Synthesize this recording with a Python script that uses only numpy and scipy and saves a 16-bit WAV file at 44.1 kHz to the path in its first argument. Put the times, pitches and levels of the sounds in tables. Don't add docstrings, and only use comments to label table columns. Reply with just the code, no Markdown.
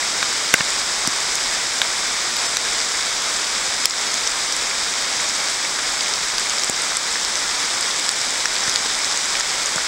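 import sys
import numpy as np
from scipy import signal
from scipy.fft import rfft, irfft
from scipy.io import wavfile

SR = 44100
rng = np.random.default_rng(int(sys.argv[2]) if len(sys.argv) > 2 else 0)


def wav_record(signal):
    frames = np.transpose(np.atleast_2d(signal))
    bounded = np.clip(frames, -1, 1)
    quanta = np.round(bounded * 32767).astype(np.int16)
    wavfile.write(sys.argv[1], SR, quanta)


def convert_level_to_amplitude(level_db):
    exponent = np.asarray(level_db, float) / 20
    return 10 ** exponent


N = 435266

# start_s, hiss_db, patter_db (above the hiss)
SHOWER = [
    (0.0, -21, -9),
    (3.19, -21.5, -8.5),
    (4.09, -21.5, -8),
    (4.56, -21.5, -8),
    (7.17, -21.5, -9),
    (8.16, -21.5, -7),
    (8.66, -21.5, -7.5),
    (9.32, -21.5, -6.5),
    (9.87, -21, -11.5),
]
# freq_hz, level_db
COLOUR = [(15, -42), (25, -12), (118, -14), (1340, -2.5), (1840, -3), (2220, -1.5), (2750, -9.5),
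          (3690, -1.5), (4220, -5.5), (5080, -1), (6300, -4.5), (8010, -4), (9400, -17.5), (14800, -38)]
# centre_hz, width_hz, gain_db
PORT = [
    (5030, 520, 1.45),
    (30.8, 13, 5.5),
    (95, 91, -3),
    (10450, 1100, 1.5),
    (15300, 1500, 1.5),
]
# start_s, peak_db, ring_hz
KNOCKS = [(.027, -13, 1980), (.228, -12, 1580), (.609, -5, 1760), (1.0505, -15, 1090), (1.0745, -12, 1420),
          (1.818, -8, 1600), (1.8502, -13, 1410), (2.0328, -15, 1280), (2.5698, -12, 1570),
          (3.8557, -14, 1850), (4.1427, -15, 1660), (4.2166, -15, 2150), (4.7124, -13, 2350),
          (5.2002, -13, 2150), (5.6506, -8.5, 2200), (5.7888, -11, 1680), (6.0262, -15, 2170),
          (6.3004, -15, 2240), (6.3385, -14, 1560), (6.5953, -15, 1780), (6.9205, -12, 1530),
          (7.1564, -10, 1810), (7.4975, -15, 1960), (8.3446, -16, 1570), (8.4561, -7, 1760),
          (8.6801, -11, 1890), (9.3535, -11, 2330), (9.4069, -11, 1810), (9.7819, -8, 1420)]
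# start_s, peak_db, ring_hz, t60_s
SLAPS = [(0.229, -13, 2250, 0.0076), (.5406, 0, 2050, .018), (0.5395, -2, 2770, .012),
         (.5396, -3, 3520, .008), (0.6068, -9, 1300, .006), (.6068, -13, 3920, .004),
         (1.0746, -9, 7900, .005), (1.817, -5, 2400, .007), (1.817, -9, 7000, .004),
         (2.5693, -7.5, 3800, .004), (1.0765, -12, 5200, .012), (3.8558, 1, 5300, .009),
         (3.8556, -4, 3200, .007), (8.7593, -3, 3800, 0.0046), (.5404, 3, 1545, .022),
         (.5398, -9, 6900, .012), (.5398, -7, 9700, .011), (.5397, -8, 10800, .009),
         (3.8559, -7, 4200, .007), (8.7593, -7, 6800, .005), (6.6973, -9, 8600, .005),
         (3.8557, -10, 10500, .006), (1.8168, -2, 3750, .007), (.228, -10, 1560, .014),
         (8.0911, -4, 7900, .006), (8.4565, -11, 1400, .012)]
# start_s, peak_db, ring_hz, spray_db (re peak)
SPLASHES = [(.2279, -3, 3750, -26), (.5395, 6.5, 5800, -8), (1.0745, -3, 5770, -13),
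            (1.3547, -6, 6570, -14), (1.8168, 3.5, 3100, -26), (2.3671, -4, 4720, -19),
            (2.57, -3, 6100, -15), (3.34, -11, 6590, -17), (3.8558, 4, 7500, -21), (4.1417, -4, 6420, -22),
            (4.5241, -5, 5900, -20), (4.5651, -7.5, 7820, -18), (6.3824, -1, 4780, -23),
            (6.3971, -7, 7360, -23), (6.5958, -7, 6550, -27), (6.6357, -2, 5510, -27),
            (6.6444, -5, 7540, -22), (6.6973, -7, 6900, -13), (6.8203, -7, 7900, -24),
            (6.9697, -2.5, 7650, -20), (7.249, -1, 5160, -27), (7.8094, -6, 7880, -24),
            (8.0914, 1, 4800, -26), (8.1153, -8, 8400, -24), (8.4047, -6, 3700, -26),
            (8.4567, -1.5, 5620, -29), (8.5552, -5, 4760, -26), (8.6956, -2, 6370, -24),
            (9.3985, -6, 6700, -22), (9.6594, -6, 6680, -29)]
# start_s, peak_db, ring_hz
TAPS = [(.6073, -3, 2840), (.7043, -9, 7050), (2.6138, -7, 5560), (2.803, -5, 5400), (2.815, -8, 4930),
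        (3.582, -8, 5000), (3.8981, -7, 7410), (3.9083, -4, 5190), (4.2746, -1, 5810), (5.2963, -7, 5080),
        (5.4857, -7, 4840), (6.0081, -1, 4850), (6.138, -2, 4950), (6.4965, -3.5, 6500), (6.5836, -6, 5340),
        (7.3555, -4, 5970), (7.8275, -7, 5060), (7.9088, -7, 4890), (8.2151, -4.5, 5380),
        (8.3065, -7, 6910), (8.5651, -5, 4180), (8.6376, -7, 5580), (8.6769, -6, 5660), (8.7593, 1, 4700),
        (9.0458, -1.5, 5190), (9.1237, -7, 4440), (9.1745, -5, 6630), (9.354, -7, 3640), (9.4077, -3, 5120),
        (9.7596, -6, 6930)]
SPLIT_MOMENTS = [.46, 1.691, 2.387, 2.48, 2.526, 2.874, 2.99, 3.826, 4.082, 4.477, 5.057, 5.196, 5.986,
                 6.218, 6.613, 7.634]
# start_s, peak_db, thump_hz, t60_s
THUMPS = [
    (0.541, -8, 500, 0.016),
    (0.5405, -16, 260, .03),
    (0.606, -19, 184, .04),
    (1.076, -13, 250, 0.05),
    (6.697, -12, 550, .012),
    (6.697, -19, 260, .03),
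    (8.679, -22, 135, 0.045),
    (8.859, -19, 447, 0.024),
    (9.759, -15.5, 600, .015),
    (9.762, -21, 170, 0.05),
]
# start_s, depth_db
DUCKS = [(.541, 1), (1.076, 2), (1.818, 1), (2.571, 2.5), (3.857, 5), (4.275, 1.5), (6.384, .5), (6.698, 3),
         (6.971, 3.5), (8.092, 2.5), (8.458, 2.5), (8.696, 1), (8.76, .7), (9.41, 1.5), (9.761, 1.5)]

LONGER_PER_DB = .25
KNOCK_T60_S, TICK_T60_S = .0155, .0066
TAP_SPRAY_DB = -36
FAINT_TAPS, FAINT_DB, FAINT_SPREAD_DB = 50, -10.5, 1.6
FAINT_LOW_HZ, FAINT_HIGH_HZ = 4700, 7400
FAINT_LATE = .65
WHINE_HZ, WHINE_DB, FIELD_HZ, BEAT_HZ = 15734.3, -61, 59.94, 13.0
SPLIT_LOW_HZ, SPLIT_HIGH_HZ, SPLIT_WIDTH_HZ = 4300, 14000, 1600
CUTOFF_HZ = 15770


def rms_one(x):
    return x / np.sqrt(np.mean(x ** 2) + 1e-20)


def drift(rate):
    r = np.exp(-2 * np.pi * rate / SR)
    slow = signal.lfilter([1], [1, -2 * r, r * r], rng.standard_normal(N + SR))
    return rms_one(slow[SR:])


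def coloured(x):
    size = 2 ** 14
    hz, level_db = np.transpose(COLOUR)
    grid = np.arange(size // 2 + 1) * SR / size + 1
    shape_db = np.interp(np.log(grid), np.log(hz), level_db)
    shape_db += sum(db / (1 + (2 * (grid - centre) / width) ** 2) for centre, width, db in PORT)
    cepstrum = irfft(np.log(convert_level_to_amplitude(shape_db)))
    cepstrum[1:size // 2] *= 2
    cepstrum[size // 2 + 1:] = 0
    response = irfft(np.exp(rfft(cepstrum)))
    return rms_one(signal.fftconvolve(x, response)[:N])


def patter(per_s, spread_db, cycles, low_hz, high_hz, tick):
    sizes = convert_level_to_amplitude(spread_db * np.minimum(rng.exponential(1, N), 3)) * rng.choice([-1, 1], N)
    falls = rng.random(N) < per_s * convert_level_to_amplitude(3 * drift(8)) / SR
    clicks = sizes * falls + 1e-18
    leaf = rng.integers(0, 16, N)
    rings = 0
    for k, hz in enumerate(np.geomspace(low_hz, min(high_hz, .45 * SR), 16)):
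        r = convert_level_to_amplitude(-60 * hz / (cycles * SR))
        w = 2 * np.pi * hz / SR
        resonator = [1 - r * r, 0, r * r - 1], [1, -2 * r * np.cos(w), r * r]
        rings = rings + signal.lfilter(*resonator, clicks * (leaf == k))
    return tick * rms_one(clicks) + rms_one(rings)


def shower():
    s, hiss_db, patter_db = np.transpose(SHOWER)
    t = np.arange(N) / SR
    far = rng.standard_normal(N) * convert_level_to_amplitude(0.43 * drift(16))
    near = rms_one(patter(per_s=900, spread_db=4.0, cycles=9.2, low_hz=903, high_hz=14100, tick=0.79))
    rain = far + convert_level_to_amplitude(np.interp(t, s, patter_db)) * near
    return convert_level_to_amplitude(np.interp(t, s, hiss_db)) * coloured(rain)


def whine():
    t = np.arange(N) / SR
    wobble = 1 + .2 * np.cos(2 * np.pi * FIELD_HZ * t) + .15 * np.cos(4 * np.pi * FIELD_HZ * t)
    beat = 1 + .6 * np.cos(2 * np.pi * BEAT_HZ * t)
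    return np.sqrt(2) * convert_level_to_amplitude(WHINE_DB) * wobble * beat * np.sin(2 * np.pi * WHINE_HZ * t)


def fading(t, t60):
    return convert_level_to_amplitude(-60 * (t / np.maximum(.66 * t60, 1e-3)) ** 1.6)


def damped(t, hz, t60):
    return np.sin(2 * np.pi * hz * t) * fading(t, t60)


def ring_time(t60, peak_db):
    return t60 * convert_level_to_amplitude(LONGER_PER_DB * peak_db)


def add(track, times, sounds):
    for s, sound in zip(times, sounds):
        i = round(s * SR)
        track[i:i + len(sound)] += sound[:N - i]


def struck(s, peak_db, hz, t60, partner, spread_db, rise_s, extra=0):
    t = np.arange(2400) / SR
    ring = damped(t, hz, t60)
    jitters = rng.uniform(.7, 1.3, (len(s), 4)).T[:, :, None]
    for step, jitter in zip([-2, -1, 1, 2], jitters):
        near_hz = hz * convert_level_to_amplitude(step * spread_db * jitter)
        heard = 1 / (1 + (near_hz / 8600) ** 12)
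        ring = ring + partner ** abs(step) * heard * damped(t, near_hz, 0.81 * t60)
    ring = ring * (1 - np.exp(-(t / rise_s) ** 2))
    ring = ring / np.abs(ring).max(axis=1, keepdims=True)
    track = np.zeros(N)
    add(track, s[:, 0] - rise_s / 2, convert_level_to_amplitude(peak_db) * (ring + extra))
    return track


def knocks():
    timed = [(*knock, ring_time(KNOCK_T60_S, knock[1])) for knock in KNOCKS]
    return struck(*np.transpose(timed + SLAPS)[:, :, None], partner=.45, spread_db=1.2, rise_s=.0004)


def faint_taps():
    when, pitch, size = rng.random((FAINT_TAPS, 3)).T
    s = N / SR * when ** FAINT_LATE
    peak_db = FAINT_DB + 2 * FAINT_SPREAD_DB * (size - .5)
    hz = FAINT_LOW_HZ * (FAINT_HIGH_HZ / FAINT_LOW_HZ) ** (pitch ** 2)
    return list(zip(s, peak_db, hz))


def close_drops():
    taps = [(*tap, TAP_SPRAY_DB) for tap in TAPS + faint_taps()]
    s, peak_db, hz, spray_db = np.transpose(SPLASHES + taps)[:, :, None]
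    t60 = ring_time(TICK_T60_S, peak_db)
    splash = rng.standard_normal((len(s), 2400)) * fading(np.arange(2400) / SR, t60)
    spray = signal.sosfilt(signal.butter(3, 11000, fs=SR, output="sos"), splash)
    spray = signal.sosfilt(signal.butter(2, 8000, "high", fs=SR, output="sos"), spray)
    return struck(s, peak_db - 1.1, hz, .82 * t60, partner=0.48, spread_db=1.5, rise_s=.00015,
                  extra=convert_level_to_amplitude(spray_db + 8.5) * spray)


def split_bands(x):
    out, window = x.copy(), np.hanning(2048)
    lows = rng.uniform(SPLIT_LOW_HZ, SPLIT_HIGH_HZ, (len(SPLIT_MOMENTS), 2)).T.ravel()
    for s, low_hz in zip(SPLIT_MOMENTS * 2, lows):
        i = round(s * SR) - len(window) // 2
        span = slice(i, i + len(window))
        later = slice(i + SR, i + SR + len(window))
        band = signal.butter(4, [low_hz, low_hz + SPLIT_WIDTH_HZ], "band", fs=SR, output="sos")
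        here, elsewhere = signal.sosfiltfilt(band, [x[0, span], x[0, later]])
        opposed = np.sqrt(.5) * elsewhere * [[1], [-1]]
        out[:, span] += window * (opposed - (1 - np.sqrt(.5)) * here)
    return out


def thumps():
    push = struck(*np.transpose(THUMPS)[:, :, None], partner=.6, spread_db=2.6, rise_s=0.00052)
    return signal.sosfilt(signal.butter(2, 120, "high", fs=SR, output="sos"), push)


def scene():
    return np.tile(shower() + knocks() + close_drops() + thumps(), (2, 1))


def gain_control(x, release_db_s, attack_s):
    steps_db = np.zeros(N)
    for s, depth_db in DUCKS:
        steps_db[round(s * SR)] = max(depth_db, 0)
    ramp = release_db_s * np.arange(N) / SR
    held_db = np.maximum.accumulate(steps_db + ramp) - ramp
    r = np.exp(-1 / (attack_s * SR))
    return x * convert_level_to_amplitude(-signal.lfilter([1 - r], [1, -r], held_db))


def low_pass(x):
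    return signal.sosfilt(signal.butter(12, 16880, fs=SR, output="sos"), x)


def record(dry):
    x = gain_control(dry, release_db_s=32, attack_s=.005)
    x = np.clip(x, -1.02, 1.02)
    x = signal.sosfilt(signal.ellip(10, .5, 55, CUTOFF_HZ, fs=SR, output="sos"), x + whine())
    mix = split_bands(x)
    return low_pass(mix)


dry = scene()
out = record(dry)
wav_record(out)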